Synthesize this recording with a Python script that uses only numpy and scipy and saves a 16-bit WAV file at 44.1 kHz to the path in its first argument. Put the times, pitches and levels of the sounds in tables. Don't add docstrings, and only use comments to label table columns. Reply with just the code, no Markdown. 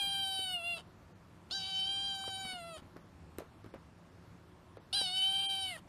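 import sys
import numpy as np
from scipy import signal
from scipy.fft import rfft, irfft, next_fast_len
from scipy.io import wavfile
from scipy.ndimage import uniform_filter1d, minimum_filter1d

SR = 44100
rng = np.random.default_rng(int(sys.argv[2]) if len(sys.argv) > 2 else 0)


def nominal_scale(level):
    x = np.asarray(level, float) / 20
    return 10 ** x


def persist_wave(psi):
    counts = np.round(np.clip(psi, -1, 1) * 32767).astype(np.int16)
    wavfile.write(sys.argv[1], SR, np.atleast_2d(counts).T)


N = 259308

# t/s, f/Hz
MEW_PITCHES = [
    [(0.0, 807), (0.02, 798), (0.146, 783), (0.42, 763), (0.515, 737.3), (0.612, 676), (0.704, 703),
     (0.785, 715)],
    [(1.548, 789), (1.63, 763), (1.85, 768.7), (1.882, 787), (2.078, 792.3), (2.2, 775), (2.44, 761.3),
     (2.52, 745), (2.618, 678)],
    [(4.964, 818), (5.068, 734), (5.098, 733), (5.168, 751), (5.326, 780), (5.442, 788.4), (5.622, 771),
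     (5.698, 748.5), (5.77, 674)],
]
# t/s, effort level/dB, mouth f/Hz, mouth focus above effort level/dB,
# nose facing the microphone level/dB
FIRST_MEW = [(0.0, -41.5, 3013, 12.5, -4.5), (0.32, -39, 3080, 0, -5.5), (0.524, -43, 2736, 8.5, -5.5),
             (0.552, -49.5, 2724, 17, -1), (0.582, -55, 2890, 14, -4), (0.622, -60, 2930, 22, 4),
             (0.68, -52, 2976, 22, -2), (0.734, -49.5, 2917, 17, -4.5), (0.785, -51.5, 2870, 5, -4.5)]
# t/s, effort level/dB, mouth f/Hz, mouth focus level/dB, nose facing level/dB
SECOND_MEW = [(1.509, -35.5, 3040, -28, -19.5), (1.65, -42, 2800, 4.5, -16), (1.8, -43, 3030, 8.5, -12),
              (2.106, -41, 3150, 3.5, -12), (2.16, -44.5, 3190, -2, -9), (2.42, -45.5, 2830, 6.5, -5.5),
              (2.522, -44.5, 2560, 11.5, -7), (2.58, -58.5, 2910, 4.5, -0.5), (2.773, -59, 2890, 10.5, 1.5)]
# t/s, effort level/dB, mouth f/Hz, mouth focus level/dB, nose facing level/dB
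THIRD_MEW = [(4.928, -29.5, 3020, -5, -9), (5.01, -32, 3100, -7.5, -8), (5.11, -38, 2810, -5, -12.5),
             (5.184, -37.5, 3050, 5, -9), (5.292, -41.5, 3246, 16, -13), (5.306, -41.5, 3118, 8, -5.5),
             (5.64, -41, 2910, 7.5, -6), (5.688, -47.5, 2685, 16, -3.5), (5.77, -62.5, 1907, 20, 7)]
# start level/dB, end level/dB, second partial above it level/dB,
# third partial at start level/dB, at end level/dB
MEW_THROATS = [(-49, -50.5, -4.5, -1.5, -36.5), (-57, -48.5, -4, -20, -8.5), (-50.5, -51, -7.5, -5.5, -10)]
# breath against voice at start level/dB, at end level/dB,
# palate tilt per partial at start level/dB, at end level/dB
MEW_AIRFLOWS = [(-24, -35.5, -2, -3.4), (-26, -22.5, 1.2, -2.4), (-23, -21, -2, -2)]
# cheek level/dB, sinus level/dB, nose breath level/dB, pitch jitter/ratio
MEW_HEADS = [(-27, -10, 0, 0.0034), (1, -13.5, -5.5, 0.00263), (-34, -23, 1, 0.0039)]
# f/Hz, width/Hz
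TRACT_MODES = [
    (760, 233),
    (3000, 395),
    (4156, 2350),
    (9110, 1960),
    (7010, 260),
    (13400, 2800),
]
# t/s, rise f/Hz, half width/s
FOLD_WOBBLES = [(0.173, 6.1, 0.087), (1.684, 12.9, 0.0209), (2.27, 12.2, 0.0346), (2.399, 8.2, 0.0405),
                (5.16, 4, 0.023)]
# t/s, depth level/dB, half width/s
VOICE_CATCHES = [(.575, 3, 0.0044), (1.545, 5.5, 0.0025), (1.863, 3, 0.004), (1.887, 8, 0.003),
                 (5.303, -0.5, 0.002), (5.316, 1, 0.0018), (5.330, 14, 0.0015), (5.349, 10, 0.00077),
                 (5.377, 6, 0.0026), (5.407, 1, 0.0031), (5.432, 2, 0.0015), (5.47, -4, 0.0017),
                 (5.505, 7, 0.0014), (5.554, 9, 0.0011)]
# t/s, length/s, depth/0-1
WEAK_PULSES = [(1.62, 0.13, 0.22), (4.966, 0.04, 0.07), (5.035, 0.099, 0.14), (5.36, 0.12, 0.14)]
# t/s, length/s, level/dB, slips per second/Hz, croak of the closing mouth level/dB
FOLD_RASPS = [(.764, .056, -51, 960, 1.5), (1.5, 0.045, -54, 1400, 0), (1.57, 0.17, -50, 1600, -25),
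              (1.72, .2, -53, 1900, -22), (2.55, .07, -62, 1500, -20), (2.766, 0.04, -58, 630, 8),
              (4.926, 0.038, -44, 580, -15), (4.95, 0.11, -44.5, 1500., -21), (5.29, .45, -53, 1500, -25),
              (5.762, 0.037, -58.5, 1500, 6.5)]
# f/Hz, width/Hz, level/dB
BREATH_MODES = [(700, 1300, -16), (1590, 330, -6.5), (2980, 600, 6.5), (3810, 380, 1), (4480, 590, -1.5)]
# f/Hz, width/Hz, level/dB
NOSE_BREATH_MODES = [(9660, 3500, -4), (13200, 2100, -12.5)]
# f/Hz, width/Hz, share of power taken away/0-1
THINNER_BANDS = [(1950, 350, .9), (5750, 850, .8), (7800, 400, .7), (12250, 1900, .75)]
# (the thump fades by 60 dB
PAW_KNOCKS = [(0.391, -45, 405, -30, 0.039), (2.24, -39.5, 1110, -25, 0.011),
              (2.278, -37.5, 507, -30, 0.026), (2.45, -45, 192, -40, 0.081), (2.531, -49, 230, -40, 0.072),
              (2.822, -46.5, 228, -27, 0.035), (2.854, -53, 203, -36, 0.032),
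              (2.963, -42.5, 324, -38, 0.029), (2.968, -46.5, 580, -12, 0.022),
              (3.385, -32.5, 370, -10, 0.026), (3.404, -42, 610, -19, 0.052),
              (3.419, -48.5, 450, -22, 0.093), (3.644, -46, 353, -17, 0.04), (3.662, -44, 260, -19, 0.029),
              (3.74, -38, 400, -23, 0.025), (3.746, -48, 536, -16, 0.061), (3.758, -44.5, 252, -33, 0.034),
              (4.771, -43.5, 460, -18, 0.037), (5.014, -31.5, 520, -31, 0.012)]
# delay t/s, level/dB
ROOM_ECHOES = [(.0021, -35), (.0047, -57), (.0083, -32), (0.0128, -16.5)]
# f/Hz, density level/dB
FAN_SPECTRUM = [(15, -63), (25, -15), (54, -9), (86, 2), (112, -3), (135, -12), (166, -1), (234, -9.5),
                (357, -7.5), (464, -28.5), (503, -12), (766, -16.5), (997, -15.5), (2780, -28.5),
                (13500, -43)]
# f/Hz, width/Hz, rms level/dB
APPLIANCE_HUMS = [(106.4, 14, -68.5), (169.84, 12, -66.5), (365.7, 8.2, -73)]
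# t/s, mask rise level/dB
THIN_MOMENTS = [(1.14, 9), (3.36, 5.5), (3.635, 5), (3.722, 7), (3.766, 6.5), (4.79, 11), (4.916, -9),
                (5.28, 10), (5.48, 24), (5.8, -3)]


def kitten():
    tremor, shimmer = drift(55.6)[0], drift(20.3, count=7)
    air = rng.standard_normal(N) * nominal_scale(1.5 * drift(14)[0])
    hiss = np.array([windpipe(air, BREATH_MODES), windpipe(air, NOSE_BREATH_MODES)])
    scale = np.std(hiss[0])
    sound = fold_rasps() / scale
    mouths = (FIRST_MEW, SECOND_MEW, THIRD_MEW)
    for call in zip(MEW_PITCHES, mouths, MEW_THROATS, MEW_AIRFLOWS, MEW_HEADS):
        sound = sound + mew(*call, tremor, shimmer, hiss / scale)
    return thin_bands(sound)


def mew(tune, rows, throat, airflow, head, tremor, shimmer, hiss):
    s, *columns = np.transpose(rows)
    span = slice(round(s[0] * SR), min(round(s[-1] * SR), N))
    t = np.arange(N)[span] / SR
    slow = t[::32]
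    begins = s[0] > 0

    def glide(ends):
        return np.interp(slow, s[[0, -1]], ends)

    effort_db, mouth_hz, focus_db, facing_db = [np.interp(slow, s, c) for c in columns]
    weak_db = begins * 4.5 * np.clip(1 - (slow - s[0]) / 0.023, 0, 1)
    palate_db = effort_db - weak_db
    mouth_db, nose_db = palate_db + focus_db, palate_db + facing_db

    narrow_db = begins * 10.5 * bell(slow, s[0] + 0.051, 0.027)
    palate_db = palate_db + 0.22 * narrow_db
    start_db, end_db, second_db, *third = throat
    second_db = second_db + narrow_db - 0.28 * np.maximum(focus_db, 0)
    third_db = glide(third) - 2 * narrow_db
    sag_s = 0.12
    closing = np.clip(1 - (s[-1] - slow) / sag_s, 0, 1) ** 2
    throat_db = glide([start_db, end_db]) - .5 * weak_db - 3.5 * closing
    breath_db, tilt_db = glide(airflow[:2]), glide(airflow[2:])

    scoop_hz = begins * 115.5 * np.clip(1 - (t - s[0]) / .042, 0, 1) ** 2
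    sag_hz = 65.8 * np.clip(1 - (s[-1] - t) / sag_s, 0, 1) ** 2
    wobble_hz = sum(hz * bell(t, at, width) for at, hz, width in FOLD_WOBBLES)
    pitch = np.interp(t, *np.transpose(tune)) - scoop_hz - sag_hz + wobble_hz
    pitch = uniform_filter1d(pitch, size=400)
    cheek_db, sinus_db, nose_breath_db, jitter = head
    catch_db = sum(db * bell(t, at, width) for at, db, width in VOICE_CATCHES)
    bend = 1 + jitter * tremor[span] - .001 * catch_db
    phase = 2 * np.pi * np.cumsum(pitch * bend) / SR

    (_, throat_w), (_, mouth_w), (palate_hz, palate_w), nose, cheek, sinus = TRACT_MODES
    low, voice = pitch[::32], 0
    palate_top = hump(5 * low, palate_hz, palate_w, steep=2.26)
    for k in range(1, 22):
        hz = k * low
        if k < 4:
            power = nominal_scale(2 * (throat_db + (0, second_db, third_db)[k - 1]))
        else:
            power = nominal_scale(2 * throat_db) * hump(hz, low, throat_w, steep=3.8)
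        power = power + nominal_scale(2 * mouth_db) * hump(hz, mouth_hz, mouth_w)
        if k > 3:
            tilted_db = palate_db - 5.5 + (tilt_db - 0.5) * np.clip(k - 5, 0, 3)
            power = power + nominal_scale(2 * tilted_db) * hump(hz, palate_hz, palate_w, steep=3.04) / palate_top
        upper = hump(hz, *nose) + nominal_scale(2 * cheek_db) * hump(hz, *cheek) + nominal_scale(2 * sinus_db) * hump(hz, *sinus)
        power = power + nominal_scale(2 * (nose_db - 9.0)) * upper
        modes = (mouth_hz, mouth_w), (palate_hz, palate_w), nose
        lag = sum(np.arctan(2 * (hz - f) / w) for f, w in modes)
        unsteady_db = .35 if k in (1, 4) else 3.2 if k > 6 else 1.8 if k < 4 else .8
        height = np.sqrt(2 * power) * nominal_scale(unsteady_db * shimmer[k % len(shimmer), span][::32])
        partial = np.interp(t, slow, height) * np.cos(k * phase - np.interp(t, slow, lag))
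        voice = voice + partial * (nominal_scale(-catch_db) if k > 2 else 1)

    halves = sum(depth * swell(t, at, length) for at, length, depth in WEAK_PULSES)
    voice = voice * (1 + halves * np.cos(phase / 2))
    loud = np.interp(t, slow, np.sqrt(nominal_scale(2 * mouth_db) + nominal_scale(2 * palate_db)) * nominal_scale(breath_db))
    breath = hiss[0][span] + nominal_scale(nose_breath_db) * hiss[1][span]
    voice = voice + loud * nominal_scale(1.1 * catch_db) * breath
    fade_in = np.clip((t - s[0]) / 0.00097, 0, 1) if begins else 1
    out = np.zeros(N)
    out[span] = voice * fade_in * np.clip((s[-1] - t) / 0.0011, 0, 1)
    return out


def fold_rasps():
    t, chance = np.arange(N) / SR, rng.random(N)
    sizes, rush = nominal_scale(2 * rng.standard_normal(N)), rng.standard_normal(N)
    rasp, croak = np.zeros(N), np.zeros(N)
    for s, length, db, per_s, croak_db in FOLD_RASPS:
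        slips = (chance < per_s / SR) * sizes * np.sqrt(SR / per_s)
        envelope = swell(t, s, length) ** .5 * np.exp(-(t - s) / length * (t > s))
        burst = nominal_scale(db) * envelope * (1.08 * slips + 0.55 * rush)
        rasp, croak = rasp + burst, croak + nominal_scale(croak_db) * burst
    turns = np.transpose(FIRST_MEW + SECOND_MEW + THIRD_MEW)
    facing = nominal_scale(np.minimum(np.interp(t, turns[0], turns[-1]) - 5, 0))
    through_nose = windpipe(facing * rasp, NOSE_BREATH_MODES)
    return windpipe(rasp, BREATH_MODES) - through_nose + resonate(croak, 620, 950)


def windpipe(x, modes):
    out = 0
    for k, (hz, width, db) in enumerate(modes):
        w = 0.82 * width
        out = out + nominal_scale(db) * (-1) ** k * resonate(resonate(x, hz, w), hz, w)
    return out


def thin_bands(x):
    size = next_fast_len(N)
    hz, spectrum = np.fft.rfftfreq(size, 1 / SR), rfft(x, size)
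    for centre, width, share in THINNER_BANDS:
        spectrum = spectrum * np.sqrt(1 - np.clip(share, 0, .995) * hump(hz, centre, width))
    return irfft(spectrum, size)[:N]


def hump(hz, centre, width, steep=2.23):
    return (1 + (2 * (hz - centre) / width) ** 2) ** -steep


def bell(t, at, width):
    return np.exp(-((t - at) / width) ** 2)


def swell(t, s, length):
    return np.sin(np.pi * np.clip((t - s) / length, 0, 1))


def drift(rate, count=1):
    r = np.exp(-2 * np.pi * rate / SR)
    white = rng.standard_normal((count, N + 9000))
    slow = signal.lfilter([1], [1, -2 * r, r * r], white)[:, 9000:]
    return slow / slow.std(axis=1, keepdims=True)


def resonate(x, hz, width):
    r = np.exp(-np.pi * width / SR)
    zeros = (1 - r * r) / 2 * np.array([1, 0, -1])
    return signal.lfilter(zeros, [1, -2 * r * np.cos(2 * np.pi * hz / SR), r * r], x + 1e-18)


def rms_one(x):
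    return x / np.sqrt(np.mean(x ** 2) + 1e-20)


def paws():
    out, t = np.zeros(N), np.arange(int(.15 * SR)) / SR
    grain = rng.standard_normal((len(PAW_KNOCKS), 2, len(t)))
    dull = signal.butter(2, [200, 1400], "band", fs=SR, output="sos")
    late = np.maximum(t - .0012, 0)
    for (s, db, hz, claw_db, t60), (tick, rustle) in zip(PAW_KNOCKS, grain):
        thump = -np.sin(2 * np.pi * hz * late) * nominal_scale(-60 * late / (.5 * t60)) * (1 - np.exp(-late / 0.00044))
        rustle = 0.26 * rms_one(signal.sosfilt(dull, rustle)) * nominal_scale(-60 * t / (3.2 * t60))
        soft = .55 if claw_db > -17 else .8
        tick = rms_one(signal.lfilter([1], [1, -soft], tick))
        tick_fade = nominal_scale(-60 * np.abs(t - .001) / 0.0012) + 0.056 * nominal_scale(-60 * t / 0.13)
        claw = nominal_scale(claw_db) * tick * tick_fade
        i = round((s - .001) * SR)
        out[i:i + len(t)] += (nominal_scale(db) * (2.4 * thump + rustle + 4 * claw))[:N - i]
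    return out


def room(x):
    t60_s, tail_db = .2, -26
    t = np.arange(int(.3 * SR)) / SR
    tail = signal.lfilter([.5], [1, -.5], rng.standard_normal(len(t))) * nominal_scale(-60 * t / t60_s) * (t > .012)
    response = nominal_scale(tail_db) * tail / np.sqrt(np.sum(tail ** 2))
    response[0] = 1
    for delay, db in ROOM_ECHOES:
        response[round(delay * SR)] += nominal_scale(db)
    return signal.fftconvolve(x, response)[:N]


def room_air():
    white, edges = rng.standard_normal((2, N)), 22 * 2 ** np.arange(0, 9.5, 1 / 3)
    flicker, points, fan = drift(3.9, count=5), np.array(FAN_SPECTRUM), 0
    for k, (low, high) in enumerate(zip(edges, edges[1:])):
        level_db = np.interp(np.log(low * high) / 2, np.log(points[:, 0]), points[:, 1])
        band_pass = signal.butter(2, [low, high], "band", fs=SR, output="sos")
        flicker_db = (2.5 if low < 70 else 1.2) * flicker[k % 5]
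        fan = fan + nominal_scale(level_db + flicker_db) * signal.sosfilt(band_pass, white[k % 2])
    hums = 0
    for hz, width, db in APPLIANCE_HUMS:
        hums = hums + nominal_scale(db) * rms_one(resonate(resonate(white[0][::-1], hz, width), hz, width))
    return nominal_scale(-58.5) * rms_one(fan) + hums


def scene():
    return np.tile(room(kitten() + paws()) + room_air(), (2, 1))


def thin_out(x):
    near_db, wide_db, floor_db, sway_db = -28.5, -50, -3.5, 5.0
    hz, t, z = signal.stft(x, SR, nperseg=1536, noverlap=1152)
    power = uniform_filter1d(np.abs(z) ** 2, size=7, axis=0)
    near = -minimum_filter1d(-power, size=39, axis=0, origin=9)
    around = uniform_filter1d(power, size=61, axis=0) * (hz[:, None] > 2500)
    sway = uniform_filter1d(rng.standard_normal(z.shape), size=19, axis=0)
    sway = uniform_filter1d(sway, size=9, axis=1)
    moments_db = sum(db * (np.abs(t - at) < .012) for at, db in THIN_MOMENTS)
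    rise_db = sway_db * rms_one(sway) + moments_db
    deaf_db = 12 * ((hz > 11800) & (hz < 12800))[:, None]
    mask = np.maximum(near * nominal_scale(2 * near_db), power.max(axis=0) * nominal_scale(2 * (wide_db + deaf_db)))
    mask = np.maximum(mask, np.minimum(around * nominal_scale(2 * floor_db), 1e-11))
    kept = np.clip(2 * power / (mask * nominal_scale(2 * rise_db)) - 1, .02, 1)
    kept[hz > 14040] = 0
    return signal.istft(z * kept, SR, nperseg=1536, noverlap=1152)[1][:N]


def roll_off(x):
    return signal.sosfilt(signal.butter(12, 14060, fs=SR, output="sos"), x)


def record(dry):
    mix = np.tile(thin_out(dry[0]), (2, 1))
    return roll_off(mix)


dry = scene()
out = record(dry)
persist_wave(out)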